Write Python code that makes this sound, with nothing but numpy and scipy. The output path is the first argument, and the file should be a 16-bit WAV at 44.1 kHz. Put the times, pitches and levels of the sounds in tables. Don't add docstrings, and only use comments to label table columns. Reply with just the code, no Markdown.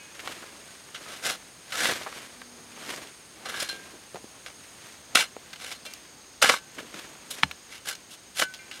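import sys
import numpy as np
from scipy import signal
from scipy.fft import rfft, irfft
from scipy.io import wavfile
from scipy.ndimage import uniform_filter1d

SR = 44100
rng = np.random.default_rng(int(sys.argv[2]) if len(sys.argv) > 2 else 0)


def transcribe(signal):
    frames = np.atleast_2d(signal).T
    limited = np.clip(frames, -1, 1)
    pcm = np.round(limited * 32767).astype(np.int16)
    wavfile.write(sys.argv[1], SR, pcm)


N = 388080
TIME = np.arange(N) / SR

# t/s, level/dB, rise/s, slide/s, tilt/(dB per octave), body/dB, f/Hz
THRUSTS = [(.944, -34.5, 0.0026, 0.043, -1.5, -14, 3320), (3.453, -32, .005, 0.11, -2, 1, 1200),
           (3.540, -32.5, 0.0017, 0.04, -4.5, -17, 1600), (3.687, -33.5, 0.0044, 0.084, 2, -1, 3300),
           (4.461, -38.5, .0015, .05, 0, 4, 2150), (5.149, -11.5, 0.0023, 0.081, 0, -5, 2630),
           (5.851, -37.5, 0.0049, 0.11, 3, 10, 2750), (6.415, -13, 0.0089, .13, -.5, -3.5, 1140),
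           (7.301, -32, 0.0076, 0.093, 6.5, 15, 3580)]
# t/s, level/dB, rise/s, fall/s, tilt/(dB per octave), body/dB, f/Hz
DRAGS = [(1.06, -42.5, 0.061, 0.089, 2, 6, 1340), (1.216, -27.5, 0.058, 0.092, 1.5, 5.5, 1400),
         (1.685, -27, .15, 0.14, 1.1, 3, 1720), (3.45, -39, .15, .14, 2, -5, 1610),
         (5.58, -39.5, 0.049, 0.17, 2.5, 5, 2350), (6.418, -25, 0.029, 0.16, -0.5, -2, 1110),
         (7.699, -42.5, 0.04, 0.058, 2, -14, 2160), (7.845, -33.5, 0.052, 0.05, 2, -1, 1540),
         (8.091, -45, .028, .055, 5.5, -10, 2970), (8.347, -27, .064, 0.049, 2.5, -4, 3020),
         (8.699, -45, 0.053, .1, 1, -25, 2860)]
# t/s, level/dB, tilt/(dB per octave), body/dB, f/Hz
CATCHES = [(1.889, -23.5, -4.5, -4, 1760), (3.484, -33, 2, 8, 1230), (3.598, -28, 2, -10, 5170),
           (3.620, -27, 2.5, 8.5, 2950), (5.713, -32.5, 0.9, -1.5, 2300), (6.435, -17.5, -7, -7.5, 2280),
           (6.487, -12, -3, -4, 1150), (7.425, -30.5, -0.5, -1, 2460), (7.881, -28.5, 4.5, 3, 2530),
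           (8.391, -23, 1, 1, 3140), (8.413, -18.5, -4.5, -2.5, 630)]
# f/Hz, level/dB
RASP_TONE = [(40, -25), (100, -11.5), (260, -6), (380, -12), (600, -6.5), (950, -3), (1400, -0.5),
             (2600, 2), (4500, 1.5), (7000, -1), (10000, -3.5), (13000, -12.5), (16000, -24)]
# f/Hz, width/Hz, boost/dB
BURIED_MODES = [(506, 150, 14), (606, 76, 5), (748, 52, 12.5), (1124, 78, 7), (1296, 56, 7.5),
                (1390, 79, 9.5), (1552, 75, 11), (1701, 17, 11.5), (2053, 130, 7), (2283, 73, 7),
                (2757, 52, 7.5), (3000, 17, 11.5), (3360, 160, 5.5), (3725, 180, 5.5), (4160, 18, 11),
                (4970, 27, 7), (5180, 48, 5.5), (5740, 150, 3.5)]
# f/Hz, level/dB, t60/s
FREE_MODES = [(1410, -20, 0.47), (1642, 5, 0.61), (2250, -2, 0.46), (2520, 0.5, 0.61), (2900, -1, 0.34),
              (3350, -2, 0.27), (3640, -4, .16), (4240, -4, 0.17), (4380, 5, 0.22), (4730, -11, .12),
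              (5480, -3, 0.13), (8250, -5, .1)]
# t/s, level/dB, favoured f/Hz, pitch ratio under clinging soil
RING_BLOWS = [(0.0, -46.5, 2470, 1.0), (0.429, -52.5, 1460, 1.0), (.679, -51.5, 1600, .93),
              (1.06, -45, 1340, 0.77), (1.735, -34, 1250, 0.79), (3.545, -39, 1600, 1),
              (3.692, -25.5, 4200, 0.95), (3.698, -36, 1700, 0.97), (5.862, -38, 3100, 0.94),
              (6.497, -37, 1500, 0.94), (8.424, -28.5, 1580, 0.92), (8.590, -42.5, 2200, 0.94)]
# f/Hz, level/dB, t60/s
GROUND_MODES = [(76, -36, 0.26), (142, -26.5, .09), (182, -27, 0.088), (278, -31, 0.084), (883, -25, 0.048)]
# t/s, level/dB, f/Hz, t60/s
STONE_HITS = [(.193, -23.5, 2080, 0.06), (.275, -17, 1680, 0.02), (1.299, -13.5, 2390, .035),
              (1.722, -17, 2440, .028), (1.855, -7, 1880, 0.029), (2.063, -23.5, 1020, 0.12),
              (2.416, -25, 1610, 0.028), (4.462, -23.5, 2080, 0.019), (5.172, -6, 1700, .011),
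              (5.531, -23.5, 2640, .04), (5.559, -27, 2700, .025), (5.937, -22.5, 6000, 0.012),
              (6.459, -6, 1490, .011), (6.539, -15.5, 850, 0.015), (6.784, -26, 1490, 0.064),
              (6.942, -27, 3500, 0.043), (7.5125, -18, 2650, .013), (7.952, -23, 4540, 0.027),
              (8.538, -24, 3570, 0.1), (8.713, -25, 2650, 0.044)]
# t/s, level/dB, f/Hz, t60/s
THUDS = [(.44, -33.5, 583, 0.043), (2.012, -27.5, 626, 0.042), (2.775, -33.5, 715, .1),
         (3.730, -33.5, 357, 0.3), (3.935, -37.5, 328, 0.16), (4.1448, -27, 360, .068),
         (4.158, -26.5, 623, 0.073), (4.243, -32.5, 277, 0.027), (5.366, -25, 423, 0.04),
         (6.778, -33.5, 326, 0.57), (6.940, -36, 250, .07), (8.422, -32.5, 267, .087)]
# peak t/s, level/dB, gathering time/s
EARTH_SLIDES = [(.30, -41, .145), (.73, -51.5, .12), (1.14, -43.5, .18), (1.88, -30, .075),
                (2.16, -42, .11), (2.91, -37.5, .1), (3.58, -40.5, .1), (3.85, -50.5, .16),
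                (4.64, -53, .05), (4.86, -49, .09), (5.50, -51.5, .12), (5.95, -53, .14), (6.79, -44, .05),
                (6.99, -41.5, .08), (7.37, -45.5, .1), (7.721, -51, .06), (7.92, -51, .08),
                (8.68, -53, .14)]
# f/Hz, level/dB
EARTH_TONE = [(29, -19), (50, -13), (298, -1.5), (321, -0.5), (746, -4), (842, -7), (927, -3.5), (1620, -2),
              (2210, -1.5), (9640, -14), (14200, -22), (16000, -36)]
# t/s, wingbeat f/Hz, level/dB
FLY_PATH = [(2.1, 238, -69), (2.3, 241, -67), (2.47, 245.6, -54.5), (2.6, 232.8, -59), (2.7, 241, -56.5),
            (2.799, 234.3, -58), (2.95, 232, -72)]
# f/Hz, width/Hz, level/dB, pitch swing/Hz
CICADA_BANDS = [(4870, 1040, -63, 15), (6375, 290, -60.5, 36), (6700, 130, -61, 132), (8640, 930, -60, 68)]
# t/s, level/dB
HIGH_CICADA = [(0, -63.5), (2.5, -62.5), (4.8, -63), (5.15, -79), (8.8, -90)]
# f/Hz, level/dB
AIR_TONE = [(25, -37), (50, 2.5), (90, 1), (250, 2.5), (500, -1.5), (900, -3), (2000, -4), (4000, -5),
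            (7500, -11.5), (10500, -16.5), (14000, -18.5), (16000, -23)]


def scrapes(judder_db=2.5, body_hz=800, accent_db=5, accent_octaves=.15, heavy_db=-24):
    out, t = np.zeros(N), TIME[:SR // 2]
    for s, db, push, (tilt, body_db, accent_hz) in strokes(t):
        freedom = max(undb((heavy_db - db) / 2), 1)

        def response(hz):
            slope = tilt * np.log2(np.maximum(hz, body_hz) / body_hz)
            accent = accent_db / (1 + (np.log2(hz / accent_hz) / accent_octaves) ** 2)
            body = body_db / (1 + (hz / body_hz) ** 4)
            return contour(RASP_TONE, hz) + blade_db(hz, freedom) + slope + accent + body

        grains = grit(len(t), per_s=8000, spread_db=3.5)
        judder = undb(judder_db * wander(200, count=len(t)))
        rasp = colour(grains * judder * push, response)
        add(out, s, undb(db) * unit(rasp) * np.sqrt(np.mean(push ** 2)))
    return out


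def strokes(t, slide_db=-9.5, slowing_db_per_s=75, catch_rise_s=0.0063):
    slide = undb(slide_db - slowing_db_per_s * t)
    for s, db, rise, length, *tone in THRUSTS:
        bite = fade(t, t60=0.12, hold_s=rise + 0.003)
        stop = fade(t, t60=.11, hold_s=length)
        yield s, db, np.minimum(t / rise, 1) * np.maximum(bite, slide) * stop, tone
    for s, db, rise, fall, *tone in DRAGS:
        effort = np.interp(t, [0, rise, rise + fall], [0, 1, 0])
        yield s, db, np.sin(np.pi / 2 * effort) ** 1.27, tone
    catch = np.minimum(t / catch_rise_s, 1) * fade(t, t60=0.056, hold_s=catch_rise_s + .0035)
    for s, db, *tone in CATCHES:
        yield s, db, catch, tone


def blade_db(hz, freedom):
    peaks = sum((undb(db) ** 2 - 1) / (1 + (2 * (hz - f) / width) ** 2) for f, width, db in BURIED_MODES)
    return 10 * np.log10(np.maximum(1 + freedom * peaks, .1))


def knock(at_s=7.4331, crack_hz=2000, crack_s=0.00028, give_s=0.0033):
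    t = TIME[:SR // 4]
    late = t - 2 * crack_s
    crack = np.sin(2 * np.pi * crack_hz * late) * np.exp(-(late / crack_s) ** 2)
    modes = sum(undb(db) * np.sin(2 * np.pi * (hz * t + rng.random())) for hz, _, db in BURIED_MODES)
    shudder = unit(band(modes, crack_hz, q=0.42)) * np.clip(late / crack_s, 0, 1) * fade(t, t60=0.017)
    blow = signal.sosfilt(signal.butter(4, 850, "high", fs=SR, output="sos"), crack + 0.36 * shudder)
    thump = sum(undb(db) * np.sin(2 * np.pi * hz * t) * fade(t, t60) for hz, db, t60 in GROUND_MODES)
    out = np.zeros(N)
    add(out, at_s, blow / np.abs(blow).max())
    add(out, at_s, thump * np.minimum(t / give_s, 1))
    return out


def rings(soil_damping=9, reach_octaves=.33):
    out, t = np.zeros(N), TIME[:SR]
    hz, mode_db, t60 = np.transpose(FREE_MODES)
    for s, db, centre_hz, pitch_ratio in RING_BLOWS:
        gains = undb(mode_db) / (1 + (np.log2(hz / centre_hz) / reach_octaves) ** 2)
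        damped_t60 = t60[:, None] / (1 + soil_damping * abs(1 - pitch_ratio))
        modes = np.sin(2 * np.pi * pitch_ratio * hz[:, None] * t) * fade(t, damped_t60)
        add(out, s, undb(db) * gains @ modes / np.linalg.norm(gains))
    return out


def stones(pebbles):
    clicks = impacts([*STONE_HITS, *pebbles], q=0.88, crumble=0.64, grains_per_s=8000, crisp=0.64)
    return colour(clicks, lambda hz: blade_db(hz, freedom=0.3) - 3)


def clods(lumps):
    return impacts([*THUDS, *lumps], q=0.95, crumble=0.13, grains_per_s=1500, crisp=0.76)


def impacts(rows, q, crumble, grains_per_s, crisp):
    out, t = np.zeros(N), TIME[:SR // 2]
    for s, db, hz, t60 in rows:
        force = crumble * grit(len(t), grains_per_s, spread_db=5.5) * fade(t, t60)
        force[0] += 1
        bright = band(force, hz, q)
        hit = band(bright, hz, q) + crisp * bright
        add(out, s, undb(db) * hit / np.abs(hit).max())
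    return out


def loose_earth(moving, patter_db=2.0, split_hz=1500):
    crumbs = grit(N, per_s=1200, spread_db=3.5)
    grains = grit(N, per_s=3000, spread_db=1.0)
    patter = colour(crumbs, lambda hz: contour(EARTH_TONE, hz) - 10 * np.log10(1 + (hz / split_hz) ** 2))
    rustle = colour(grains, lambda hz: contour(EARTH_TONE, hz) - 10 * np.log10(1 + (split_hz / hz) ** 2))
    return unit((patter + rustle) * undb(patter_db * wander(70))) * moving


def earth_flow(trickle_ratio=1.3):
    power = np.zeros(N)
    for s, db, gather in EARTH_SLIDES:
        from_peak = np.maximum(s - TIME, (TIME - s) / trickle_ratio)
        power += (undb(db) * np.exp(-from_peak / gather)) ** 2
    return np.sqrt(power)


def debris(moving, over_db, hz, t60, scatter_db, scatter_octaves, count):
    when, size, pitch = rng.uniform(-1, 1, (count, 3)).T
    fallen = np.cumsum(np.minimum(moving, undb(-42.5)))
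    share = (np.arange(count) + (when + 1) / 2) / count
    s = np.interp(share, fallen / fallen[-1], TIME)
    db = 20 * np.log10(np.interp(s, TIME, moving)) + over_db + scatter_db * size
    return np.transpose([s, db, hz * 2 ** (scatter_octaves * pitch), np.full(count, t60)])


def fly(db_per_octave=-8, waver=0.0084):
    s, hz, db = np.transpose(FLY_PATH)
    wingbeat_hz = np.interp(TIME, s, hz) * (1 + waver * wander(19))
    phase = 2 * np.pi * np.cumsum(wingbeat_hz) / SR
    hum = sum(undb(db_per_octave * np.log2(k)) * np.sin(k * phase) for k in range(1, 6))
    return unit(hum) * np.interp(TIME, s, undb(db), left=0, right=0)


def cicadas(throb_hz=13.2, throb_db=1.0):
    phase = 2 * np.pi * np.cumsum(throb_hz * (1 + .02 * wander(3))) / SR
    swell_db = throb_db * np.sin(2 * phase)
    chorus = sum(buzz(hz + swing * np.sin(phase), width) * undb(db + swell_db + 0.9 * wander(3.92))
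                 for hz, width, db, swing in CICADA_BANDS)
    high_db = np.interp(TIME, *np.transpose(HIGH_CICADA))
    return chorus + buzz(9400, width_hz=1900) * undb(high_db)


def buzz(hz, width_hz):
    noise = rng.standard_normal((2, N))
    blur = signal.sosfilt(signal.butter(2, width_hz / 2, fs=SR, output="sos"), noise)
    tone = np.exp(2j * np.pi * np.cumsum(hz * np.ones(N)) / SR)
    return unit(np.real((blur[0] + 1j * blur[1]) * tone))


def air(hush_db=-52.5, stir_db=-60.5):
    hush = unit(colour(rng.standard_normal(N), lambda hz: contour(AIR_TONE, hz)))
    stir = unit(band(rng.standard_normal(N), 350, q=0.48)) * undb(stir_db + 5.3 * wander(7.1))
    return hush * undb(hush_db + .5 * wander(1.28)) + stir


def grit(count, per_s, spread_db):
    size = undb(spread_db * np.minimum(rng.exponential(size=count), 4))
    return unit(rng.choice([-1, 1], count) * size * (rng.random(count) < per_s / SR))


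def wander(per_s, count=N):
    k = max(int(SR / per_s), 2)
    steps = np.repeat(rng.standard_normal(count // k + 1), k)
    return np.sqrt(3 / 2) * uniform_filter1d(steps, k)[:count]


def colour(x, db_of, size=4096):
    hz = np.maximum(np.fft.rfftfreq(size, 1 / SR), 1)
    cepstrum = irfft(np.log(undb(db_of(hz))))
    cepstrum[1:size // 2] *= 2
    cepstrum[size // 2 + 1:] = 0
    return signal.fftconvolve(x, irfft(np.exp(rfft(cepstrum, size))))[:len(x)]


def contour(points, hz):
    f, db = np.transpose(points)
    return np.interp(np.log(hz), np.log(f), db)


def band(x, hz, q):
    return signal.lfilter(*signal.iirpeak(min(hz, SR / 3), q, fs=SR), x)


def fade(t, t60, hold_s=0):
    return np.exp(-np.log(1000) * np.maximum(t - hold_s, 0) / t60)


def undb(db):
    return 10 ** (np.asarray(db) / 20)


def unit(x):
    return x / np.sqrt(np.mean(x ** 2))


def add(out, s, x):
    i = max(int(s * SR), 0)
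    out[i:i + len(x)] += x[:N - i]


def scene():
    moving = earth_flow()
    pebbles = debris(moving, over_db=15, hz=2800, t60=.025, scatter_db=4, scatter_octaves=1.1, count=44)
    lumps = debris(moving, over_db=4, hz=430, t60=0.057, scatter_db=6, scatter_octaves=0.53, count=28)
    digging = stones(pebbles) + clods(lumps) + scrapes() + rings() + knock() + loose_earth(moving)
    mono = digging + cicadas() + fly() + air()
    return np.array([mono, mono])


def record(dry, low_cut_hz=42, top_hz=15800):
    lean = signal.sosfilt(signal.butter(1, low_cut_hz, "high", fs=SR, output="sos"), dry)
    return signal.sosfilt(signal.ellip(10, .1, 80, top_hz, fs=SR, output="sos"), np.clip(lean, -1, 1))


dry = scene()
out = record(dry)
transcribe(out)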